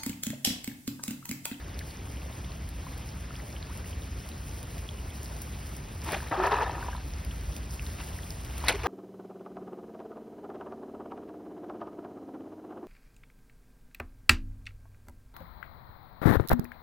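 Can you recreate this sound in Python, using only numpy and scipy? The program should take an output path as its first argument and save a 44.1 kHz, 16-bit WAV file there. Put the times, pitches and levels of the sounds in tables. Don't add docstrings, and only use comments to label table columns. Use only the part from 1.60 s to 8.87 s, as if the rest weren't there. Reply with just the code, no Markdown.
import sys
import numpy as np
from scipy import signal
from scipy.fft import rfft, irfft, next_fast_len
from scipy.io import wavfile
from scipy.ndimage import uniform_filter1d, map_coordinates

SR = 44100
rng = np.random.default_rng(int(sys.argv[2]) if len(sys.argv) > 2 else 0)


def materialize(psi):
    bounded = np.clip(np.atleast_2d(psi).T, -1, 1)
    quanta = np.round(bounded * 32767).astype(np.int16)
    wavfile.write(sys.argv[1], SR, quanta)


N = 320607

# pitch_hz, relative_level_db
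SPRAY_TONE = [(3000, -11), (5000, 3), (7000, 1.5), (10000, 2), (13000, 0), (16500, 0)]
# crest_s, slosh_db before its layers are mixed, rise_s, fall_s, spray_db
PUSHES = [(4.478, -41, 0.044, 0.13, -43), (4.543, -35, 0.083, 0.028, -49),
          (4.565, -40.5, 0.031, 0.071, -53), (4.67, -49, 0.08, 0.066, -61), (6.40, -46.5, 0.03, 0.055, -58),
          (7.05, -45.5, 0.18, 0.037, -46.5), (7.105, -33, 0.056, 0.036, -62),
          (7.154, -39, 0.024, 0.014, -59), (7.2, -48, 0.12, .15, -51.5), (7.24, -43.5, 0.014, 0.092, -61)]


def amp(db):
    return 10 ** (np.asarray(db) / 20)


def unit(x):
    return x / np.sqrt(np.mean(x ** 2) + 1e-20)


def along(points, hz):
    f, v = np.transpose(points)
    return np.interp(np.log(hz + 1), np.log(f + 1), v)


def curves(*tables):
    t = np.arange(N) / SR
    each = []
    for table in tables:
        times, *columns = np.transpose(table)
        each.append([np.interp(t, times, column, -200, -200) for column in columns])
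    return np.max(each, axis=0)


def wobble(rate):
    knots = rng.standard_normal(int(N * rate / SR) + 4)
    return map_coordinates(knots, [np.arange(N) * rate / SR])


def filtered(x, response):
    m = next_fast_len(N + SR // 4)
    return irfft(rfft(x, m) * response(np.fft.rfftfreq(m, 1 / SR)), m)[..., :N]


def toned(x, tone):
    return filtered(x, lambda hz: amp(along(tone, hz)))


def coloured(x, tone):
    return unit(toned(x, tone))


def grainy(rough_db, rate):
    return unit(rng.standard_normal(N) * amp(rough_db * wobble(rate)))


def bubbles(s, db, hz, t60, rise, size):
    t = np.arange(size) / SR
    s, db, hz, t60 = (np.asarray(v)[:, None] for v in (s, db, hz, t60))
    decay = amp(db - 60 * t / t60)
    attack = 1 - np.exp(-t * hz * 1.56)
    fade = np.minimum(1, (t[-1] - t) / .002)
    tone = np.sin(2 * np.pi * hz * t * (1 + rise * t / t60))
    wave = decay * fade * attack * tone
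    at = np.round(s * SR).astype(int) + np.arange(size)
    return np.bincount(at.ravel(), wave.ravel(), N + size)[:N]


def fizz(count, centre_hz, spread, cycles, db, scatter_db, size, rise=.15, start=0):
    u, g = rng.random((count, 2)), rng.standard_normal(count)
    s = start + u[:, 0] * (N / SR - start)
    sizes_db = scatter_db * np.minimum(-np.log(1 - u[:, 1]), 3)
    hz = np.clip(centre_hz * np.exp(spread * g), 300, 16000)
    return bubbles(s, db + sizes_db, hz, cycles / hz, rise, size=size)


def bursts(s, db, t60, carrier=None):
    t = np.arange(N) / SR
    power = np.zeros(N)
    for start, level, life in zip(s, db, np.broadcast_to(t60, len(s))):
        decay_db = 60 * np.clip(t - start, 0, 1) / max(life, 1e-4)
        power += amp(level - decay_db) ** 2 * (t >= start)
    return np.sqrt(power) * (rng.standard_normal(N) if carrier is None else carrier)


def swells(s, db, rise, fall, depth_db):
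    t = np.arange(N) / SR
    power = np.zeros(N)
    for crest, level, r, f in zip(s, db, rise, fall):
        away = np.maximum((crest - t) / max(r, .003), (t - crest) / max(f, .003))
        power += amp(level - depth_db * away) ** 2
    return np.sqrt(power)


def rake():
    start = PUSHES[0][0] - .2
    froth = unit(fizz(count=3600, centre_hz=1154, spread=0.458, cycles=27, db=0, scatter_db=2.5,
                      size=1000, start=start))
    droplets = unit(fizz(count=1500, centre_hz=3007, spread=0.363, cycles=36, db=0, scatter_db=2.5,
                         size=500, start=start))
    return slosh(froth, droplets) + scrape(froth, droplets) + gulps() + slap(froth, droplets)


def slosh(froth, droplets):
    # pitch_hz, relative_level_db
    churn_tone = [(200, 1), (350, 6.5), (500, -7), (800, 0.5), (1500, -0.5), (2500, -0.5), (4000, -11),
                  (6500, -16), (9000, -48)]
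    s, db, rise, fall, spray_db = np.transpose(PUSHES)
    churn = coloured(grainy(rough_db=0.5, rate=210), churn_tone)
    body = 1.04 * churn + 0.61 * froth + 0.33 * droplets
    water = swells(s, db, rise, fall, depth_db=17) * amp(1.9 * wobble(120)) * body
    spray = coloured(grainy(rough_db=3.5, rate=400), SPRAY_TONE)
    return water + swells(s, spray_db, rise, fall, depth_db=8) * spray


def scrape(froth, droplets):
    # time_s, scrape_db, grit_db (both before the mix gains below)
    drags = [
        [(4.712, -28.5, -58), (4.717, -26, -48.5), (4.77, -33.5, -49.5), (4.825, -31, -49.5), (4.84, -27, -42),
         (4.88, -29, -44.5), (4.895, -33, -56), (4.92, -27.5, -42), (4.95, -31, -44), (4.962, -31.5, -45),
         (4.997, -32.5, -51), (5.012, -28.5, -43), (5.033, -28.5, -40.5), (5.045, -36, -53.5),
         (5.42, -54.5, -61.5)],
        [(7.232, -48, -49), (7.25, -37, -58), (7.27, -23, -40)],
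    ]
    # start_s, base_level_db, ring_hz
    jolts = [(4.715, -25, 1120), (4.726, -19, 930), (4.751, -24.5, 1240), (4.8, -20, 815),
             (4.836, -20, 1240), (4.847, -21, 900), (4.856, -18, 770), (4.873, -22, 1700),
             (4.917, -15, 1050), (4.929, -15, 920), (4.94, -16, 1060), (4.969, -19, 935), (4.986, -17, 963),
             (5.008, -20.5, 1210), (5.076, -27, 810), (5.095, -23, 900), (5.134, -30.5, 1230),
             (5.152, -26, 950), (5.18, -26, 963), (5.21, -30, 960), (5.226, -27.5, 1500), (5.245, -33, 980),
             (5.262, -34, 1120), (5.284, -26, 970), (5.33, -30, 1600), (5.349, -26.5, 980),
             (5.378, -35, 990)]
    # pitch_hz, width_hz, relative_level_db
    resonances = [(573, 320, -4), (780, 44, 7), (966, 30, 9.5), (1016, 82, -3), (1243, 96, 3),
                  (1440, 110, -5), (1727, 165, 1)]
    catch_s, catch_db = 0.011, 8.5
    ring_s, ring_db = 0.034, -2.5
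    dull_hz = 2020

    def modes(f):
        total = 0
        for k, (centre, width, db) in enumerate(resonances):
            resonance = 1j * f * width / (centre ** 2 - f ** 2 + 1j * f * width)
            total = total + (-1) ** k * amp(db) * resonance
        return total

    level_db, grit_db = curves(*drags)
    slips = unit(grainy(rough_db=0.5, rate=400) * amp(2.5 * wobble(110)))
    scale = np.std(filtered(slips, modes))
    s, db, hz = np.transpose(jolts)
    catches = bursts(s, db + catch_db, catch_s)
    stutter = filtered(0.76 * amp(level_db) * slips / scale + catches, modes)
    stutter += bubbles(s, db + ring_db, hz, np.full(len(s), ring_s), rise=0.0091, size=1800)
    grit_tone = [(1500, -33), (2500, 9.5), (3200, 0), (4100, -5), (6000, -5.0), (9000, -15.5)]  # (Hz, dB)
    grit = amp(grit_db) * (coloured(grainy(rough_db=2.5, rate=500), grit_tone) + 0.66 * droplets)
    stutter += amp(level_db - 7) * froth
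    return filtered(stutter, lambda hz: 1 / (1 + (hz / dull_hz) ** 9)) + grit


def gulps():
    # start_s, length_s, first_hz, last_hz, level_db
    pockets = [(4.46, .065, 961, 774, -40.5), (4.522, 0.017, 430, 384, -33.5),
               (4.772, 0.064, 365.6, 366.6, -28.5), (4.835, 0.068, 361, 410, -32.5),
               (4.918, 0.036, 430, 406, -28.5), (4.985, 0.06, 416, 447, -36.5),
               (5.017, 0.019, 895, 926, -21.5), (7.09, 0.029, 445, 550, -33),
               (7.136, 0.032, 410, 405, -33.5), (7.237, 0.037, 437, 529, -29.5),
               (7.247, 0.031, 627, 900, -29)]
    # start_s, length_s, first_hz, last_hz, level_db
    tine = (5.045, .04, 3690, 3710, -51)
    edge_s = 0.0055
    t, out = np.arange(N) / SR, np.zeros(N)
    waver_hz = 5.0 * wobble(70)
    flutter = amp(1.2 * wobble(60) + 1.5 * wobble(200))
    for s, length, first, last, db in [*pockets, tine]:
        at = (t >= s) & (t < s + length)
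        u = t[at] - s
        shape = np.clip(np.minimum(u, length - u) / edge_s, 0, 1) ** 2
        hz = first + (last - first) * u / length + waver_hz[at]
        out[at] += amp(db) * shape * flutter[at] * np.sin(2 * np.pi * np.cumsum(hz) / SR)
    return out


def slap(froth, droplets):
    # start_s, base_level_db
    strikes = [(7.066, -34), (7.073, -35), (7.0828, -10.5), (7.09, -12), (7.098, -21), (7.105, -25),
               (7.123, -29), (7.148, -43), (7.156, -36), (7.234, -36)]
    # pitch_hz, gain_db
    slap_tone = [(200, -27), (450, -7), (1400, -1), (2300, 2.5), (3000, -9), (3700, -5), (5500, -8.5),
                 (7500, -6.5), (10000, -9.5), (16000, -19)]
    slap_s, crack_s = 0.046, 0.0052
    s, db = np.transpose(strikes)
    body = amp(2.7 * wobble(250)) * bursts(s, db, slap_s)
    crack = bursts(s, db + 3, crack_s)
    splash = bursts(s, db - 13.5, 1.04 * slap_s, carrier=droplets + 0.5 * froth)
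    return toned(body + crack, slap_tone) + splash


def drops():
    # start_s, level_db, pitch_hz
    drips = [(0.1922, -27, 3560), (1.49, -28, 5110), (1.707, -31, 1280), (1.7558, -30.5, 3130),
             (1.7643, -29, 4960), (1.801, -30.5, 1940), (2.0273, -26, 3950), (2.2438, -34, 1940),
             (3.6587, -29.5, 4720), (4.418, -28, 5160), (4.5644, -24, 624), (4.6039, -27, 1610),
             (4.627, -30.5, 930), (4.6718, -31, 1800), (4.921, -24, 4900), (5.537, -27.5, 5400),
             (5.71, -31, 2900), (6.195, -23, 2540), (6.266, -26, 3870), (6.387, -31, 2500),
             (6.417, -37, 1850), (6.589, -28.5, 1800), (6.7064, -22, 4980), (7.04, -19.5, 950),
             (7.073, -22, 1850), (7.235, -25, 2260)]
    # start_s, level_db, pitch_hz
    trapped = [(0.2134, -35, 1700), (0.5707, -37, 3000), (0.899, -42, 1040), (1.267, -32.5, 1030),
               (1.9645, -33.5, 3030), (2.259, -37, 2740), (3.2898, -26, 3260), (4.958, -31, 3870),
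               (6.4117, -32, 2700), (6.633, -34.5, 3250)]
    # start_s, snap_db, splat_db relative to the snap (both before filtering)
    hits = [(0.1904, -34, 3.5), (1.0902, -32.5, -15), (1.3785, -34, -12), (2.1735, -33.5, -9),
            (2.6892, -33.5, -6), (3.0294, -31.5, -11), (3.181, -35, -7), (3.6322, -33.5, -17),
            (3.8188, -25.5, -29), (4.0672, -37, -8), (4.167, -33, -18), (4.446, -31, -7),
            (4.5206, -23.5, -21), (4.87, -31, -11), (5.6485, -36, -7), (5.965, -29, -7), (6.704, -32, -12),
            (6.8484, -34, -6), (6.9804, -27, -10)]
    plop_cycles, plink_cycles = 16.7, 33.5
    snap_s, spatter_s, splat_s = 0.0085, 0.079, 0.014
    spatter_db = -12.5
    s, db, hz = np.transpose(drips)
    plops = bubbles(s, db, hz, plop_cycles / hz, rise=0.1, size=1800)
    s, db, hz = np.transpose(trapped)
    plinks = bubbles(s, db, hz, plink_cycles / hz, rise=0.04, size=1800)
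    whistle = bubbles([2.095], [-46], [850], [.3], rise=3.6, size=1900)
    s, db, splat_db = np.transpose(hits)
    snaps = bursts(s, db, snap_s) + bursts(s, db + spatter_db, spatter_s)
    ticks = filtered(snaps, lambda hz: 1 / (1 + (6000 / (hz + 1)) ** 4))
    splat_tone = [(1500, -30), (2500, 5.0), (5500, 5.0), (8000, -6)]  # (Hz, dB)
    ticks += toned(bursts(s, db + splat_db, splat_s), splat_tone)
    beads = fizz(count=400, centre_hz=5010, spread=0.344, cycles=34.5, db=-57, scatter_db=7.0, size=500)
    low = fizz(count=900, centre_hz=2550, spread=0.54, cycles=10.0, db=-60.0, scatter_db=2.0, size=900)
    high = fizz(count=900, centre_hz=7570, spread=0.56, cycles=6.1, db=-42.5, scatter_db=4.0, size=200)
    return plops + plinks + whistle + ticks + beads + low + high


def drain():
    # time_s, hum_db of the shaft, spray_db before its surges
    flow = [(0, -63, -54.5), (1, -59, -55), (2.4, -51, -54), (3.8, -52, -52), (4.6, -47.5, -55.5),
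            (5.8, -37.5, -53.5), (6.5, -44, -50), (7.27, -37, -58)]
    # pitch_hz, relative_level_db
    rumble_tone = [(13, -33), (22, -40), (36, -9.5), (64, 0), (81, -2), (98, -8.5), (173, -13),
                   (203, -18.5), (296, -21.5), (500, -46.5), (650, -69), (1100, -120)]
    # pitch_hz, relative_level_db
    rush_tone = [(150, -4.5), (350, -0.5), (700, -3), (1000, -5.5), (1700, -8), (2800, -10.5), (4100, -16),
                 (5200, -17.5), (7000, -17.5), (9000, -120)]
    hum_hz, hum_width_hz = 53.8, 6.8
    rumble_db, rush_db = -38.5, -48
    hum_db, spray_db = curves(flow)
    rumble = amp(rumble_db + 0.43 * wobble(5.5)) * coloured(rng.standard_normal(N), rumble_tone)
    column = lambda hz: 1 / (1 + ((hz - hum_hz) / hum_width_hz) ** 2)
    hum = amp(hum_db) * unit(filtered(rng.standard_normal(N), column))
    surge_db = 0.65 * wobble(6.3)
    rush = amp(rush_db + surge_db) * patchy(rush_tone, patchy_db=1.73)
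    spray_level = amp(spray_db + surge_db + 2.05 * wobble(25))
    spray = spray_level * coloured(grainy(rough_db=2.5, rate=700), SPRAY_TONE)
    return rumble + hum + rush + spray


def patchy(tone, patchy_db):
    # pitch_hz, likeness (0 to 1)
    alike = [(250, 0.94), (400, 0.61), (700, 0.27), (1100, 0.15), (1500, 0.051), (2000, 1), (2500, 0.94),
             (3200, 1), (4300, 0.92), (6000, 0.99)]
    z = signal.stft(rng.standard_normal((2, N)), nperseg=256)[2]
    field = uniform_filter1d(rng.standard_normal(z.shape[1:]), size=5, axis=0)
    field = uniform_filter1d(field, size=8, axis=1)
    pair = signal.istft(z * amp(patchy_db * unit(field)), nperseg=256)[1][:, :N]

    def split(hz):
        turn = np.arccos(np.clip(along(alike, hz), 0, 1)) / 2
        return amp(along(tone, hz)) * [np.cos(turn), np.sin(turn)]

    mid, side = filtered(pair, split)
    return unit(np.array([mid + side, mid - side]))


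def kerb(x, t60):
    t = np.arange(SR // 20) / SR
    tail = rng.standard_normal(len(t)) * amp(-60 * t / t60)
    wet = signal.fftconvolve(x, tail / np.linalg.norm(tail))[:N]
    kerb_tone = [(60, -60), (150, -28), (500, 2.5), (1500, 0.0), (2400, -18), (4000, -1.0), (9000, -1)]  # (Hz, dB)
    return toned(wet, kerb_tone) * [[1], [-1]]


def scene():
    near = rake() + drops()
    return drain() + near + amp(-15.5) * kerb(near, t60=0.026)


def record(dry):
    # pitch_hz, left_lead_radians
    lead = [(5000, 0), (5500, .45), (6700, 3.14), (7700, 3.14), (8900, 4.9), (9900, 6.28), (11200, 6.28),
            (12800, 9.42), (14000, 9.42), (16500, 12.3)]
    # pitch_hz, left_minus_right_db
    lean = [(300, 0), (420, -.4), (700, 1.6), (1300, 2.8), (2400, 0)]
    edge_hz, top_hz, bass_cut_hz = 15800, 16600, 36
    port = np.array([[.5], [-.5]])

    def ports(hz):
        return amp(port * along(lean, hz)) * np.exp(1j * port * along(lead, hz))

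    def limits(hz):
        top_db = -14 * (hz > edge_hz) - 0.014 * np.clip(hz - edge_hz, 0, None)
        return amp(top_db) * (hz < top_hz) / (1 + (bass_cut_hz / (hz + 1)) ** 6)

    return filtered(filtered(dry, ports), limits)


dry = scene()
out = record(dry)
materialize(out)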